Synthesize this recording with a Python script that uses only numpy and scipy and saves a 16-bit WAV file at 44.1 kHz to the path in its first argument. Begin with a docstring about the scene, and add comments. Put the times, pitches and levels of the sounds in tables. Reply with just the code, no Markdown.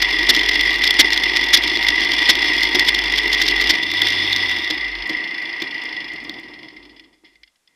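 """An engine burbles just over idle: an open racing car in a paddock, heard from a small camera behind the driver.
Firing pulses and gas noise sound through body resonances over a sine boom, with gear tones and turbo rush.
Filtered noise makes the case ring and buzz, the loose mount chatter, and the tyres and bumps drum on the body.
After one blip of the throttle the engine is cut; the car coasts to rest with slowing clicks, flicked grit,
a rub of the brakes and a few last ticks, over faint hiss and hum."""
import sys
import numpy as np
from scipy import signal
from scipy.fft import rfft, irfft
from scipy.io import wavfile
from scipy.ndimage import uniform_filter1d

SR = 44100
rng = np.random.default_rng(int(sys.argv[2]) if len(sys.argv) > 2 else 0)


def file_out(sig):
    """Save sig as 16-bit WAV at sys.argv[1]."""
    # one column per channel
    cols = np.atleast_2d(sig).T
    # limit, then scale
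    lim = np.clip(cols, -1, 1)
    pcm = np.round(lim * 32767).astype(np.int16)
    wavfile.write(sys.argv[1], SR, pcm)


N = 341775
T = np.arange(N) / SR  # time (s)
CUT_S = 5.05  # the engine stands still

# engine speed: time_s, firing_rate_hz
SPEED = [(0.0, 47.76), (0.79, 50.93), (2.22, 54.05), (3.58, 48.95), (3.71, 52.4), (3.84, 75.36),
         (3.89, 86.74), (4.05, 94.3), (4.3, 96.67), (4.46, 88.4), (4.9, 48.75), (5.1, 42)]
# how hard the engine works, relative: steady, a lift, one blip, then shut: time_s, effort_db
EFFORT = [(0, 0), (1.8, 0), (2.3, 2), (3.1, -0.5), (3.72, 1), (3.82, -8), (4.05, 0.5), (4.55, -2.5),
          (4.9, -17)]
# drivetrain clicks, slowing with the wheels: time_s, clicks_per_s
ROLL = [(0, 62), (4.8, 56.3), (5.3, 56.6), (5.9, 55.6), (6.6, 36.1), (7.0, 26.3), (7.4, 6.5)]
# bumps and lurches, levels before each part's trim: start_s, thud_db, shake_db, chatter_db, chatter_length_s
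BUMPS = [(0.289, -13, -20.5, -11.5, 0.022), (0.991, -7.5, -24.5, -8, 0.025), (1.532, -24, -44, -8.5, 0.023),
         (2.29, -9.5, -48, -10, 0.021), (2.746, -10.5, -21, -16, 0.016), (3.692, -18, -19, -15.5, 0.022),
         (4.701, -20, -26.5, -19, 0.012), (5.092, -23, -27, -25.5, 0.008),
         (5.619, -20.5, -34, -22.5, 0.0087), (7.236, -42.5, -52, -71, 0.01),
         (7.678, -75, -62.5, -75, 0.0098)]
# resonances of the camera case, at full ring: centre_hz, width_hz, lift_db
CASE_MODES = [(1965.6, 185, 12), (2082.5, 70, 10), (2376, 71, 6.5), (2807, 180, 12), (3067, 110, 11),
              (3344, 150, 12), (3483, 150, 10), (4000, 83, 0), (4376, 120, 11), (4896, 230, 10.5),
              (5228, 400, 13), (9230, 1100, 14.5), (11340, 540, 8.5)]
# resonances of the bodywork: centre_hz, width_hz, lift_db
BODY_MODES = [(314.5, 116, 16), (410, 140, 6.5), (742, 140, 8.5), (963, 130, 11.5), (1173, 130, 7.5)]
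# dull colour of drivetrain clicks and gentle mount contacts: frequency_hz, relative_db
CLICK_COLOUR = [(1200, -17), (2200, 5), (2700, -6), (3400, -1), (4300, -1.5), (5300, -7), (6000, -16.5),
                (7500, -37), (15500, -31.5)]


def undb(db):
    """Decibels to gain."""
    return 10 ** (np.asarray(db) / 20)


def curve(table):
    """Rows (time_s, value), joined by straight lines in time."""
    rows = np.array(table)
    return np.interp(T, rows[:, 0], rows[:, 1])


def unit(x):
    """Scale to rms 1."""
    return x / np.sqrt(np.mean(x ** 2))


def walk(rate):
    """Smooth chance that changes about rate times a second; rms 1."""
    hold = max(int(SR / rate), 2)
    steps = rng.standard_normal(N)[np.arange(N) // hold]
    return unit(uniform_filter1d(steps, hold))


def colour(x, points, modes=()):
    """Causal filter of unit power gain: a broad slope with ringing resonances on top."""
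    size = 8192
    f = np.arange(size // 2 + 1) * SR / size
    hz, slope_db = np.transpose(points)
    db = np.interp(np.log(f + 1), np.log(hz), slope_db)
    for centre, width, lift in modes:
        db = db + lift / (1 + (2 * (f - centre) / width) ** 2)
    # folding the cepstrum gives minimum phase, so nothing rings before its blow
    cepstrum = irfft(np.log(undb(db)))
    cepstrum[1:size // 2] *= 2
    cepstrum[size // 2 + 1:] = 0
    response = irfft(np.exp(rfft(cepstrum)))
    return signal.fftconvolve(x, response / np.linalg.norm(response))[:N]


def puffs(turns, decay, scatter_db):
    """A fading puff in each cycle, every one of its own strength; decay in cycles."""
    strength = undb(scatter_db * rng.standard_normal(N).clip(-2, 2))
    fade = np.exp(-(turns % 1) / decay)
    return unit(strength[turns.astype(int)] * fade)


def impacts(spread_db):
    """A dense hail of tiny contacts of uneven strength."""
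    strength = undb(spread_db * rng.standard_normal(N).clip(-2, 2))
    return unit(rng.standard_normal(N) * strength)


def blows(table, decay_s):
    """A short fading burst of noisy force at each row (start_s, level_db)."""
    force = np.zeros(N)
    for s, db, *_ in table:
        first = int(s * SR)
        age = T[first:] - T[first]
        force[first:] += undb(db) * np.exp(-age / decay_s)
    return force * rng.standard_normal(N)


def resonance(hz, centre, width):
    """Gain of a resonance for a tone that passes through it."""
    return 1 / (1 + (2 * (hz - centre) / width) ** 2)


def shake(road_db, engine_db, bump_db, steepness, rev_power):
    """Vibration level (dB) of one part: road by wheel speed, engine by effort and revs, and dying bumps."""
    cruise_hz = 57.8  # below this click rate the road shakes the car less and less
    rise_s, decay_s = 0.0091, 0.092  # the car shakes on after each bump
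    road = undb(road_db) * np.minimum(curve(ROLL) / cruise_hz, 1) ** steepness
    rate = curve(SPEED)
    engine = undb(engine_db + curve(EFFORT)) * (rate / rate[0]) ** rev_power * (T < CUT_S)
    power = road ** 2 + engine ** 2
    for s, _, db, _, _ in BUMPS:
        age = np.maximum(T - s, 0)
        swell = (1 - np.exp(-age / rise_s)) * np.exp(-age / decay_s)
        power += (undb(db + bump_db) * swell) ** 2
    return 10 * np.log10(power)


def background(hiss_db=-70, hum_hz=50, hum_db=-62):
    """Faint hiss, and a low wavering hum that dies as the car stops."""
    # colour of the hiss: frequency_hz, relative_db
    hiss_colour = [(30, 4.5), (300, 2.5), (2000, 1.5), (6000, -0.5), (10000, -2.5), (15500, -17.5)]
    fade_db = np.interp(T, [6.5, 7.3, 7.6], [0, -5, -28])
    tone = np.sin(2 * np.pi * hum_hz * T + .6 * walk(13))
    hum = tone * undb(hum_db + fade_db + 5.9 * walk(8.0))
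    return undb(hiss_db) * colour(rng.standard_normal(N), hiss_colour) + hum


def grit(grit_db=-8):
    """Small stones, flicked up by the coasting tyres, tick sharply against the bodywork."""
    # stones, before the common trim grit_db: start_s, level_db
    stones = [(5.0737, -29), (5.1018, -30), (5.1233, -42), (5.4246, -34), (5.8376, -31), (6.1345, -33),
              (6.2407, -34), (6.3974, -36)]
    # colour of the clicks: frequency_hz, relative_db
    stone_colour = [(1500, -15), (3500, -2), (5500, 1), (7500, -4), (12000, -10), (15500, -18)]
    return colour(blows(stones, decay_s=0.0026), stone_colour) * undb(grit_db)


def body(body_db, running, rumble_db=-1, driven_db=-4, thud_db=-6):
    """Tyres and bumps drum on the bodywork; the tyres have the whole rumble once the engine is off."""
    # broad colour of the tyre rumble: frequency_hz, relative_db
    rumble_colour = [(25, -28.5), (80, -8.5), (130, -3), (270, -1), (400, -7.5), (550, -6), (900, -13),
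                     (1400, -14), (2600, -41)]
    road_db = body_db + rumble_db + driven_db * running + 2 * walk(35)
    road = impacts(spread_db=3) * undb(road_db)
    # the stiff suspension passes on a bump as a knock with little bass
    bass_cut = signal.butter(2, 230, "high", fs=SR, output="sos")
    knocks = signal.sosfilt(bass_cut, blows(BUMPS, decay_s=0.013))
    return colour(road + knocks * undb(thud_db), rumble_colour, BODY_MODES)


def gear_beat(weak_db=-9):
    """The coasting wheels drag the gears round: strong and weak scrapes in turn, ever slower."""
    turns = np.cumsum(curve(ROLL) * (1 + .03 * walk(25))) / SR
    clicks = puffs(turns, decay=.42, scatter_db=1.5)
    alternate = undb(weak_db * (turns.astype(int) % 2))
    # each scrape swells over a few milliseconds
    return unit(uniform_filter1d(clicks * alternate, size=160))


def drivetrain(coasting, panel_db, click_db=2, tick_db=-4.5, mode_share=0.97):
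    """Gear clicks take over once the throttle is shut; single ticks follow as the car stops."""
    # single ticks, before the common trim tick_db: start_s, level_db
    ticks = [(6.5405, -39.5), (6.6305, -27), (6.6845, -27.5), (6.767, -31), (6.8527, -30.5), (6.996, -27.5),
             (7.3553, -41), (7.433, -30.5), (7.4759, -40), (7.5572, -48), (7.6748, -42)]
    force = coasting * gear_beat() * rng.standard_normal(N) * undb(panel_db + click_db)
    force += blows(ticks, decay_s=0.0044) * undb(tick_db)
    modes = [(hz, width, mode_share * lift) for hz, width, lift in CASE_MODES]
    return colour(force, CLICK_COLOUR, modes)


def intake(running, rush_db=-26):
    """Air rushes into the turbo, steeply louder with the revs."""
    # colour of the air drawn in: frequency_hz, relative_db
    air_colour = [(2400, -24), (3200, -12), (3500, 7.5), (3750, -2.5), (4300, -28), (8300, -44),
                  (9300, -37.5), (11500, -48), (13500, -34), (15000, -47.5)]
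    revs = curve(SPEED) / np.max(curve(SPEED))
    air = colour(rng.standard_normal(N), air_colour)
    return running * revs ** 3 * undb(rush_db + 1.2 * walk(60)) * air


def gear_whine(firings, driving, flicker_db=3):
    """Gear tones follow the engine speed, wavering and broken, each loud near one casing resonance."""
    # gear tones, level before flicker: multiple_of_firing_rate, centre_hz, width_hz, level_db
    gears = [(8.5, 420, 35, -39), (17.5, 926, 70, -39)]
    tones = 0
    for order, hz, width, db in gears:
        waver = .45 * walk(14)  # phase, radians
        gain = undb(db + flicker_db * walk(18)) * resonance(order * curve(SPEED), hz, width)
        tones += np.sin(2 * np.pi * order * firings + waver) * gain
    return driving * tones


def small_rattles(firings, chance=0.65, small_db=-18, scatter_db=2, rev_fall=1.4):
    """On some crank turns the engine knocks the mount loose for a moment, most often near idle."""
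    length_s = 0.0043
    rate = curve(SPEED)
    turn = (firings / 2).astype(int)  # two firings in each crank turn
    luck, size, place = rng.random((turn[-1] + 1, 3))[turn].T
    loose = luck < chance * (rate[0] / rate) ** rev_fall
    offset_s = (firings % 2 - (.5 + place)) / rate
    level = undb(small_db + scatter_db * (2 * size - 1))
    return loose * level * np.exp(-np.abs(2 * offset_s / length_s) ** 4)


def mount(firings, coasting, panel_db, rattle_db=1.2, fret_db=-6.0, fret_spread_db=5, bounce_hz=380,
          mode_share=0.44, hard_db=3, soft_db=-28):
    """The loose mount bounces a few hundred times a second in short fits."""
    # loudest rattles between bumps, before the trims hard_db and rattle_db: start_s, level_db, length_s
    rattles = [(0.018, -14.5, 0.012), (0.347, -13.5, 0.007), (0.363, -13.5, 0.0053), (0.487, -14, 0.0094),
               (0.609, -11.5, 0.0047), (0.837, -12.5, 0.01), (0.874, -12, 0.0045), (0.905, -13.5, 0.006),
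               (1.129, -15, 0.0079), (1.174, -14, 0.0057), (1.234, -15.5, 0.0074), (1.368, -11.5, 0.005),
               (1.571, -13, 0.0083), (1.634, -17.5, 0.0065), (1.883, -12, 0.009), (2.134, -16, 0.0079),
               (2.631, -11, 0.0051), (2.793, -9.5, 0.0065), (2.883, -12, 0.012), (2.944, -14.5, 0.0073),
               (3.18, -14, 0.0068), (3.328, -14.5, 0.0099), (3.343, -16.5, 0.008), (3.414, -14, 0.013),
               (3.479, -14, 0.011), (3.611, -13, 0.008), (3.832, -21, 0.0055), (4.016, -13.5, 0.0065),
               (4.071, -14, 0.003), (4.086, -18, 0.003), (4.326, -17, 0.0066), (4.361, -14, 0.0047),
               (6.295, -20.5, 0.0022)]
    # colour of hard contacts: frequency_hz, relative_db
    hard_colour = [(300, -29.5), (1300, -15), (2000, 1.5), (2700, -8.5), (3500, 4), (4600, -3),
                   (5600, -4.5), (6400, -14.5), (7500, -20.5), (9500, -32.5), (11500, -22), (15500, -28)]
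    # small fits come all the time while the engine drives the car, most at low revs
    fret = puffs(firings + .15 * walk(60), decay=.4, scatter_db=2)
    fret = fret * undb(fret_spread_db * walk(110).clip(-3, 1.3)) / curve(SPEED)
    fret = unit(fret) * undb(panel_db + fret_db)
    fits = (1 - coasting) * np.hypot(fret, small_rattles(firings))
    jolts = [(s, db, length) for s, _, _, db, length in BUMPS] + list(rattles)
    for start, db, length in jolts:
        middle = start + length / 2
        near = slice(max(int((middle - length) * SR), 0), int((middle + length) * SR))
        # long fits come from the hardest jolts
        peak = undb(db + hard_db * length / .015)
        fit = peak * np.exp(-np.abs(2 * (T[near] - middle) / length) ** 4)
        fits[near] = np.hypot(fits[near], fit)
    bounce_rate = bounce_hz * (1 + 0.18 * walk(300)).clip(.2, 2)
    bounces = puffs(np.cumsum(bounce_rate) / SR, decay=0.52, scatter_db=1.0)
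    force = fits * undb(rattle_db) * bounces * rng.standard_normal(N)
    # hard contacts are bright, gentle ones dull; pressed against the mount, the case rings less freely
    hardness = fits / (fits + undb(soft_db))
    modes = [(hz, width, mode_share * lift) for hz, width, lift in CASE_MODES]
    hard = colour(force * hardness, hard_colour, modes)
    return hard + colour(force * (1 - hardness), CLICK_COLOUR, modes)


def camera_case(firings, coasting, case_db, panel_db, ring_db=1, buzz_db=0, throb=0.27, coast_db=-7,
                flutter_db=1.5):
    """Firings and road shake the case, which rings near 2 kHz and buzzes above."""
    # broad colours under the resonances, of ring and of buzz: frequency_hz, relative_db
    ring_colour = [(300, -23.5), (600, -14.5), (1000, -13.5), (1400, -14.5), (1650, -5), (1780, -8.5),
                   (1900, 5.5), (2300, -3), (2700, -7), (3300, -24.5), (5000, -52)]
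    buzz_colour = [(1500, -21), (2400, 1), (3000, -2), (3500, 4.5), (4500, -2), (5400, -5.5), (5900, -6),
                   (6400, -22.5), (7500, -25.5), (10300, -31), (13300, -31.5), (15500, -29.5)]
    beat = puffs(firings, decay=1.0, scatter_db=1.0) - 1.5
    jolts = unit(0.5 + throb * (1 - coasting) * beat)
    ring = impacts(spread_db=4.5) * jolts * undb(case_db + ring_db + 0.81 * walk(90))
    # the buzz is loud and restless under drive, soft and even when coasting
    drive_db = coast_db * coasting + flutter_db * (2 - coasting) * walk(120).clip(-2, 2)
    buzz = impacts(spread_db=3.5) * jolts * undb(panel_db + buzz_db + drive_db)
    return colour(ring, ring_colour, BODY_MODES + CASE_MODES) + colour(buzz, buzz_colour, CASE_MODES)


def exhaust(firings, running, body_db, boom_db=-1, burble_db=-7, gas_db=-6, half_db=-7.5, scatter_db=3):
    """A deep boom at the firing rate; uneven cylinders and their gas burble through the bodywork."""
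    # relative strength of the four cylinders: level_db
    cylinder_db = [-3.1, -1, 0.5, -1.5]
    # broad colour of the burble: frequency_hz, relative_db
    burble_colour = [(60, -34.5), (120, -21), (200, -11), (370, -0.5), (550, -17), (1000, -9), (1600, -21),
                     (3000, -45.5)]
    # pipe resonances that boom when the firing rate meets them, before trims: centre_hz, width_hz, level_db
    pipe_modes = [(47.8, 13, -36.5), (94, 30, -42)]
    boom_follows = 0.18  # dB of boom for each dB of effort
    cycle = firings.astype(int)
    own_db = np.array(cylinder_db)[cycle % len(cylinder_db)]
    strength = undb(own_db + scatter_db * rng.standard_normal(N)[cycle])
    rate = curve(SPEED)
    revs = rate / np.max(rate)
    # the beats are distinct near idle and merge into a rush at higher revs
    pulses = unit(np.diff(cycle, prepend=0) * strength / revs ** 2) * undb(burble_db)
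    gas = puffs(firings, decay=0.89, scatter_db=4.5) * rng.standard_normal(N) * undb(gas_db)
    burble = colour(pulses + gas, burble_colour, BODY_MODES) * undb(body_db)
    boom = np.sin(2 * np.pi * firings + .2 * walk(23))
    boom += undb(-8.5) * revs ** 4 * np.sin(2 * np.pi * 2 * firings)
    # at higher revs the whole block also rocks once a crank turn
    boom += undb(half_db) * np.sin(np.pi * firings) * revs ** 3
    pipe = sum(undb(db) * resonance(rate, hz, width) for hz, width, db in pipe_modes)
    boom_level = undb(boom_db + boom_follows * curve(EFFORT) + 1.6 * walk(25))
    return running * (burble + unit(boom) * pipe * boom_level)


def scene():
    """The engine drives the car, then runs down and stops; road and mount go on until the car stands."""
    firings = np.cumsum(curve(SPEED)) / SR
    running = np.clip((CUT_S - T) / 0.056 + .5, 0, 1)
    coasting = np.interp(T, [4.55, 4.8], [0, 1])
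    # the brakes come on and add to the rumble
    brake_s, brake_rise_s, brake_db = 5.88, 0.34, 11
    braking = np.clip((T - brake_s) / brake_rise_s, 0, 1)
    body_db = shake(road_db=-42.5 + brake_db * braking, engine_db=-35.5, bump_db=-4.5,
                    steepness=3.15, rev_power=0.3)
    case_db = shake(road_db=-29, engine_db=-20, bump_db=-3, steepness=4.17, rev_power=-0.12)
    panel_db = shake(road_db=-36, engine_db=-25, bump_db=-3.5, steepness=3.23, rev_power=0.35)
    rolling = grit() + body(body_db, running) + drivetrain(coasting, panel_db)
    camera = mount(firings, coasting, panel_db) + camera_case(firings, coasting, case_db, panel_db)
    engine = intake(running) + gear_whine(firings, 1 - coasting) + exhaust(firings, running, body_db)
    return (background() + rolling + camera + engine)[None]


def record(dry):
    """The camera microphone overloads on the hardest rattles; the top is cut."""
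    clip_drive, top_hz = 1.08, 15400
    clipped = dry / (1 + np.abs(clip_drive * dry) ** 6) ** (1 / 6)
    top_cut = signal.ellip(8, .2, 60, top_hz, fs=SR, output="sos")
    return signal.sosfilt(top_cut, clipped)


dry = scene()
out = record(dry)
file_out(out)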